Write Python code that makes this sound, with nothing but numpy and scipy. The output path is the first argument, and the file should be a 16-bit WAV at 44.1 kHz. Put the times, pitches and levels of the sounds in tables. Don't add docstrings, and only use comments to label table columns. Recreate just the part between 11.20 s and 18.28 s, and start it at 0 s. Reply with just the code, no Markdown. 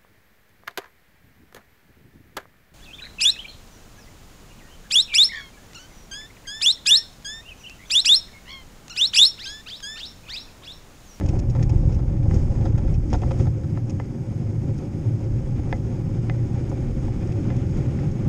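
import sys
import numpy as np
from scipy import signal
from scipy.io import wavfile
from scipy.ndimage import uniform_filter1d

SR = 44100
rng = np.random.default_rng(int(sys.argv[2]) if len(sys.argv) > 2 else 0)


def volts_from_decibels(level):
    exponent = np.asarray(level, float) / 20
    return 10 ** exponent


def dump(signal):
    limited = np.clip(np.atleast_2d(signal).T, -1, 1)
    pcm = np.round(limited * 32767).astype(np.int16)
    wavfile.write(sys.argv[1], SR, pcm)


N = 312228

# (time [s], level [dB])
GUSTS = [(0.0, -24), (0.49, -24.5), (0.51, -20), (1.01, -25), (1.06, -26), (1.14, -22), (2.13, -24.5),
         (2.29, -37), (3.98, -38), (4.12, -25.5), (4.77, -33), (5.19, -32), (5.54, -33), (5.58, -27.5),
         (6.53, -32.5), (6.56, -25), (6.62, -31), (7.08, -32.5)]
# (time [s], block rate [Hz], level [dB])
TREAD = [(0, 120, -35), (.3, 116.8, -22), (.55, 122, -23.5), (.75, 122.3, -62.5), (2.8, 110.6, -62),
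         (3.1, 107.8, -29.5), (3.4, 108.7, -26), (3.65, 111.1, -44), (3.9, 112.5, -22), (4.3, 112.8, -37.5),
         (4.8, 113.8, -31), (5.15, 118.6, -23.5), (5.5, 120, -35), (5.95, 120.6, -36), (6.5, 124.2, -26),
         (6.8, 128.7, -43), (7.08, 123.4, -24.5)]
# (time [s], rumble level [dB])
WHEEL_LOAD = [(0.0, -24), (0.41, -21.5), (0.99, -21.5), (1.06, -20), (1.73, -21), (1.79, -22.5),
              (1.85, -24), (1.93, -25), (2.31, -18), (2.33, -22.5), (2.76, -22), (2.86, -31), (2.96, -24.5),
              (5.36, -24), (5.38, -26), (6.88, -19.5), (6.96, -30.5), (7.08, -17)]
# (time [s], surge [dB])
BUMPS = [(.03, 4), (.15, 5.5), (.41, 5), (.57, 3.5), (.68, 3), (.79, 1.5), (1.159, 6.5), (1.25, 1),
         (1.35, 2.5), (1.46, 5.5), (1.7, 2.5), (1.931, 4.5), (2.09, 6.5), (2.212, 8), (3.19, 0.5),
         (4.49, 0.5), (5.049, 1), (5.48, 0.5), (5.82, 1), (6.05, 1), (6.23, 1.5), (6.58, 2.5), (6.8, 1.5)]
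# (time [s], surge [dB])
SWELLS = [
    (.08, 2),
    (.73, 2.5),
    (1.1, 2.5),
    (1.21, 3.5),
    (1.32, 3),
    (1.42, 1),
    (1.99, 1),
    (2.12, -2),
    (5.82, 2),
    (6.53, 2),
]
# (frequency [Hz], width [Hz], peak level [dB])
TYRE_MODES = [(77.6, 30, -6), (95.5, 26.6, 0), (120, 33, 1), (148.9, 23.6, -2)]
# (frequency [Hz], width [Hz], peak level [dB])
WALL_MODES = [(184, 61, 0), (234, 53, 0), (297.8, 40.6, -0.5), (348, 60, -4.5), (390.5, 42.6, -8.5)]
# (frequency [Hz], width [Hz], peak level [dB])
FRAME_MODES = [(484.2, 49, 0), (527.7, 35.3, 4), (566.8, 48, 0), (715, 150, -8), (806, 61, -6),
               (847, 360, -13.5), (1250, 700, -19.5), (1800, 1400, -23.5), (2253, 590, -23),
               (3080, 1470, -30.5)]
# (frequency [Hz], width [Hz], peak level [dB])
HOUSING_MODES = [(5150, 1300, 0), (6500, 610, 1.5), (7270, 2100, -7.5), (8250, 1800, -13.5)]
# (frequency [Hz], width [Hz], peak level [dB])
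AIR_MODES = [(8660, 2000, -5), (11600, 1600, -11), (13000, 2000, -13)]
# (level [dB], extra on cobbles [dB], gain with speed [dB/s], share of each bump [ratio])
WALL_LAW = (-35.5, 1.5, 0.95, 0.98)
FRAME_LAW = (-48.5, 3.5, 1, 1.01)
ROLL_LAW = (-60, 1.5, 1.32, 0.97)
HOUSING_LAW = (-63, -0.5, 0.59, 1.14)
# (time [s], peak [dB], low modes [dB], centre [Hz])
PINGS = [(.0114, -26.5, 7, 1470), (.395, -32.5, -16, 1760), (1.1113, -27.5, 1, 1800),
         (2.0344, -27.5, 8, 1390), (2.574, -26.5, 0.5, 1280), (2.7994, -26.5, 7.5, 1780),
         (3.0894, -48, -7, 1530), (4.5272, -16.5, 1, 1769), (5.0978, -19, -2, 2065),
         (5.8818, -39, 12, 1430), (6.3034, -27.5, 3.5, 1820), (6.789, -31.5, -5, 1760)]
# (time [s], peak [dB])
THUDS = [(.049, -13), (0.092, -12.5), (.434, -13), (.518, -11), (.558, -8), (0.652, -12), (0.673, -8),
         (0.765, -10.5), (1.081, -6), (1.142, -14), (1.163, -6.5), (1.188, -17), (1.403, -12), (1.462, -13),
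         (1.543, -9), (1.684, -14), (1.777, -6.5), (1.932, -11), (2.044, -18), (2.061, -13), (2.202, -11),
         (2.288, -19.5), (7.054, -18)]
# (time [s], peak [dB], frame modes [dB], centre [Hz])
RATTLES = [(.06, -40.5, 2, 6560), (.088, -35, 2, 5360), (.19, -34, -6, 5300), (0.299, -38, -4, 4940),
           (.357, -49, 6, 6440), (0.428, -35.5, -2, 5470), (0.495, -38, 3, 5500), (0.723, -43, 1, 4750),
           (.745, -43.5, -6, 5270), (1.143, -39, 1, 6480), (1.162, -48.5, -17, 5450),
           (1.578, -42.5, 4, 6490), (1.7414, -41.5, 5, 5240), (1.902, -41, 2, 5160), (1.9306, -31, 4, 5400),
           (1.957, -43, 1, 6500), (1.9839, -46, -10, 5150), (2.017, -47, 11.5, 6540),
           (2.1141, -43.5, 9, 5330), (2.188, -46, -7, 6740), (2.202, -40, 6, 5500), (2.696, -36, -3, 6100),
           (3.58, -44, -18, 5610), (4.51, -43, 1, 5060), (4.56, -47, -13, 6490), (5.494, -42.5, -16, 6620),
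           (6.072, -48, -2, 5260), (6.121, -47, 9, 5270), (6.364, -43, -2, 6910), (6.915, -47.5, -15, 5600)]
# (time [s], peak [dB], low modes [dB], centre [Hz])
KNOCKS = [(.1527, -52, 18, 1340), (.2406, -57, 11, 1430), (.351, -31, 5.5, 1710), (.426, -30, -10, 2110),
          (.4957, -40, 14.5, 1660), (.6924, -39, 8.5, 1290), (.7904, -39.5, 10, 1250),
          (.925, -43, -14, 2500), (1.029, -38, -15, 2500), (1.0555, -50, 21, 1290), (1.1377, -47, 4, 1910),
          (1.354, -38, -7, 2500), (1.4107, -34.5, 4, 2400), (1.454, -28, 7, 1280),
          (1.5508, -35.5, -3, 1370), (1.5797, -33, 7, 1500), (1.678, -35, 2, 2090), (1.915, -36, -15, 2400),
          (1.9289, -29, 13.5, 1800), (1.9427, -23.5, 8.5, 1340), (2.0192, -35, 17, 2450),
          (2.109, -28.5, 10, 1600), (2.1966, -30, 4, 1250), (2.2544, -37.5, 7, 1250),
          (2.269, -33.5, 6, 1370), (2.436, -37, -5, 1260), (.967, -43, -9, 2300), (3.9994, -50, 16, 1297),
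          (5.5154, -41.5, 15.5, 1321), (6.022, -35, -7, 2300)]
# (frequency [Hz], level [dB], t60 [s])
PING_MID = [(1130, -8, 0.013), (1326, -5.5, 0.027), (1760, -2.5, 0.019), (2030, -9.5, .065),
            (1950, -4.5, .01), (2450, -6, .015), (2840, -16, .012)]
# (frequency [Hz], level [dB], t60 [s])
RATTLE_MID = [(2140, -3.5, 0.011), (2550, 1.5, 0.013), (3180, -6, 0.013)]
RATTLE_HIGH = [(4060, -3.5, 0.0056), (5200, -12, .012), (5490, 11, 0.004), (5700, -9, 0.0059),
               (6540, 6, 0.0081), (7120, -1.5, .012), (8240, -8, 0.0023), (8750, -4, 0.012)]
# (frequency [Hz], level [dB], t60 [s])
KNOCK_LOW = [(418, -1, 0.022), (541, 0.5, 0.084), (729, -2.5, 0.05), (845, 2.5, 0.028), (902, -5, 0.014),
             (1005, -15, 0.039)]
KNOCK_MID = [(1120, -16, 0.017), (1340, -3, 0.026), (1550, -13, 0.019), (1804, -3, 0.016),
             (2013, -12.5, 0.045), (1950, -8, 0.0022), (2450, -6, 0.018), (2760, -22, 0.0096)]
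KNOCK_HIGH = [(3355, 5, 0.01), (3740, 5, 0.0088), (4570, -2.5, 0.013), (5050, 4.5, 0.019),
              (6400, 1.5, 0.014)]

COBBLES_END_S, COBBLES_FADE_S = 1.65, 0.058
BUMP_RISE_S, BUMP_FALL_S = 0.1, 0.091
THUD_HZ, THUD_T60_S, THUD_CONTACT_S = 99.7, 0.043, 0.0037
RATTLE_S, RATTLE_FADE_DB = .011, 7
STREAK_FROM_HZ, STREAK_FULL_HZ, STREAK_DB, STREAK_S = 7000, 10000, 12, .055
OVERLOAD_TOP, BASS_CUT_HZ = .65, 12


def rms_one(x):
    return x / np.sqrt(np.mean(x ** 2) + 1e-20)


def in_time(rows):
    s, *columns = np.transpose(rows)
    return [np.interp(np.arange(N) / SR, s, c) for c in columns]


def drift(rate):
    r = np.exp(-80 * np.pi * rate / SR)
    noise = rng.standard_normal(N // 40 + 2002)
    slow = signal.lfilter([1], [1, -2 * r, r * r], noise)[2000:]
    return np.interp(np.arange(N) / 40, np.arange(len(slow)), rms_one(slow))


def wind():
    (gust_db,) = in_time(GUSTS)
    band = signal.butter(2, [14, 62], "band", fs=SR, output="sos")
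    eddies = signal.sosfilt(band, rng.standard_normal(N + SR))[SR:]
    return volts_from_decibels(gust_db) * rms_one(eddies)


def tread():
    hz, level_db = in_time(TREAD)
    phase = 2 * np.pi * np.cumsum(hz + .9 * drift(5)) / SR
    return np.sqrt(2) * volts_from_decibels(level_db + 0.29 * drift(1.3)) * np.sin(phase)


def bumps(rows):
    t = np.arange(N) / SR
    return sum(surge * np.interp(t, [s - BUMP_RISE_S, s, s + BUMP_FALL_S], [0, 1, 0]) for s, surge in rows)


def road_db(law, bump_db):
    level_db, cobbles_db, db_per_s, share = law
    since = np.arange(N) / SR - COBBLES_END_S
    on_cobbles = np.clip(1 - since / COBBLES_FADE_S, 0, 1)
    speeding_up = np.maximum(since, 0)
    return level_db + cobbles_db * on_cobbles + db_per_s * speeding_up + share * bump_db


def resonance(x, hz, width):
    r = np.exp(-np.pi * width / SR)
    b = (1 - r * r) / 2 * np.array([1, 0, -1])
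    a = [1, -2 * r * np.cos(2 * np.pi * hz / SR), r * r]
    return signal.sosfilt([np.r_[b, a]] * 2, x)


def shaken(modes, jolt, own_db, grit_per_s, grit_db):
    pop_height = volts_from_decibels(2.8 * np.minimum(rng.exponential(1, N), 3))
    pops = (rng.random(N) < grit_per_s / SR) * pop_height
    out = 0
    for hz, width, top_db in modes:
        drive = rng.standard_normal(N) * (1 + volts_from_decibels(grit_db) * pops)
        force = drive * volts_from_decibels(jolt + own_db * drift(9.6))
        out = out + volts_from_decibels(top_db) * resonance(force, hz, width)
    return rms_one(out)


def tyre_rumble(jolt, bump_db):
    (load_db,) = in_time(WHEEL_LOAD)
    shake = shaken(TYRE_MODES, 0.29 * jolt, own_db=1.27, grit_per_s=59, grit_db=7.5)
    return volts_from_decibels(load_db - 2.5 + 0.37 * bump_db) * shake


def wall_drone(jolt, bump_db):
    shake = shaken(WALL_MODES, 1.1 * jolt, own_db=0.54, grit_per_s=38, grit_db=-14)
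    return volts_from_decibels(road_db(WALL_LAW, bump_db)) * shake


def frame_buzz(jolt, bump_db):
    shake = shaken(FRAME_MODES[:6], 1.4 * jolt, own_db=1.1, grit_per_s=65, grit_db=15)
    return volts_from_decibels(road_db(FRAME_LAW, bump_db)) * shake


def rolling(jolt, bump_db):
    shake = shaken(FRAME_MODES[6:], 1.3 * jolt, own_db=0.2, grit_per_s=120, grit_db=9)
    return volts_from_decibels(road_db(ROLL_LAW, bump_db)) * shake


def housing_hiss(jolt, bump_db):
    shake = shaken(HOUSING_MODES, 0.67 * jolt, own_db=0, grit_per_s=240, grit_db=9)
    return volts_from_decibels(road_db(HOUSING_LAW, bump_db) + bumps(SWELLS)) * shake


def air():
    return volts_from_decibels(-74) * shaken(AIR_MODES, 0, own_db=0, grit_per_s=20, grit_db=-12)


def ring(clicks, hz, t60):
    r = volts_from_decibels(-60 / (max(t60, .002) * SR))
    w = 2 * np.pi * hz / SR
    return signal.lfilter([0, np.sin(w)], [1, -2 * r * np.cos(w), r * r], clicks + 1e-18)


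def struck(times, levels_db, modes, spread_db, centre_hz=None, focus_db=0, same_sign=False):
    at = np.minimum((times * SR).astype(int), N - 1)
    out = np.zeros(N)
    lucks = rng.uniform(-1, 1, (len(at), len(modes))).T
    for (hz, level_db, t60), luck in zip(modes, lucks):
        off_db = 0 if centre_hz is None else -focus_db * np.log2(hz / centre_hz) ** 2
        strength = volts_from_decibels(levels_db + level_db + off_db - spread_db * np.abs(luck))
        clicks = np.zeros(N)
        np.add.at(clicks, at, strength * (1 if same_sign else np.sign(luck)))
        out += ring(clicks, hz, t60)
    return out


def blows(rows, mid_modes, focus_db, high_db, rebound_db, same_sign=False):
    s, peak_db, low_db, centre_hz = np.transpose(rows)[:, :, None]
    late = np.cumsum(0.0024 + .005 * rng.random((len(rows), 3)), axis=1)
    late -= late[:, :1]
    times = (s + late).ravel()
    blow_db = peak_db + rebound_db * np.arange(3)
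    mid = struck(times, blow_db.ravel() - 6, mid_modes, spread_db=4, centre_hz=np.repeat(centre_hz, 3),
                 focus_db=focus_db, same_sign=same_sign)
    mid = np.convolve(mid, np.hanning(12) / 4)[:N]
    low = struck(times + .001, (blow_db + low_db).ravel() - 9, KNOCK_LOW, spread_db=6)
    high = struck(times, blow_db.ravel() + high_db - 5, KNOCK_HIGH, spread_db=6)
    return mid + low + high


def pings():
    return blows(PINGS, PING_MID, focus_db=22, high_db=-23, rebound_db=-14, same_sign=True)


def thuds():
    s, peak_db = np.transpose(THUDS)
    clicks = np.zeros(N)
    clicks[(s * SR).astype(int)] = -volts_from_decibels(peak_db)
    contact = np.hanning(int(THUD_CONTACT_S * SR))
    return np.convolve(ring(clicks, THUD_HZ, THUD_T60_S), 2 * contact / contact.sum())[:N]


def rattles():
    s, peak_db, mid_db, centre_hz = np.transpose(RATTLES)[:, :, None]
    late = np.cumsum(rng.random((len(RATTLES), 9)), axis=1) / 4.5
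    late -= late[:, :1]
    times = (s + RATTLE_S * late).ravel()
    levels_db = peak_db - 7.5 - RATTLE_FADE_DB * late
    high = struck(times, levels_db.ravel(), RATTLE_HIGH, spread_db=9,
                  centre_hz=np.repeat(centre_hz, 9), focus_db=28)
    return high + struck(times, (levels_db + mid_db).ravel(), RATTLE_MID, spread_db=9)


def knocks():
    return blows(KNOCKS, KNOCK_MID, focus_db=17, high_db=-15, rebound_db=-2)


def scene():
    bump_db = bumps(BUMPS)
    jolt = drift(22)
    shake = tyre_rumble(jolt, bump_db) + wall_drone(jolt, bump_db) + frame_buzz(jolt, bump_db)
    shake += rolling(jolt, bump_db) + housing_hiss(jolt, bump_db)
    hits = pings() + rattles() + knocks()
    dulling = signal.butter(2, 10000, fs=SR, output="sos")
    hits = signal.sosfilt(dulling, hits)
    return (wind() + tread() + shake + air() + thuds() + hits)[None]


def streaked(x):
    hz, s, cells = signal.stft(x, SR, nperseg=512)
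    luck = uniform_filter1d(rng.standard_normal(cells.shape[-2:]), size=2, axis=0)
    for _ in range(2):
        luck = uniform_filter1d(luck, size=max(int(STREAK_S * SR / 256), 2), axis=1)
    treble = np.clip((hz - STREAK_FROM_HZ) / (STREAK_FULL_HZ - STREAK_FROM_HZ), 0, 1)[:, None]
    gain_db = STREAK_DB * treble * np.minimum(rms_one(luck), .3)
    return signal.istft(cells * volts_from_decibels(gain_db), SR, nperseg=512)[1][..., :N]


def top_cut(x):
    return signal.sosfilt(signal.butter(12, 14170, fs=SR, output="sos"), x)


def record(dry):
    bass_cut = signal.butter(1, BASS_CUT_HZ, "high", fs=SR, output="sos")
    dry = signal.sosfilt(bass_cut, dry)
    rounded = OVERLOAD_TOP * np.tanh(dry / OVERLOAD_TOP)
    close = np.minimum(.3 + (N - np.arange(N)) / (.004 * SR), 1)
    return top_cut(streaked(rounded) * close)


dry = scene()
out = record(dry)
dump(out)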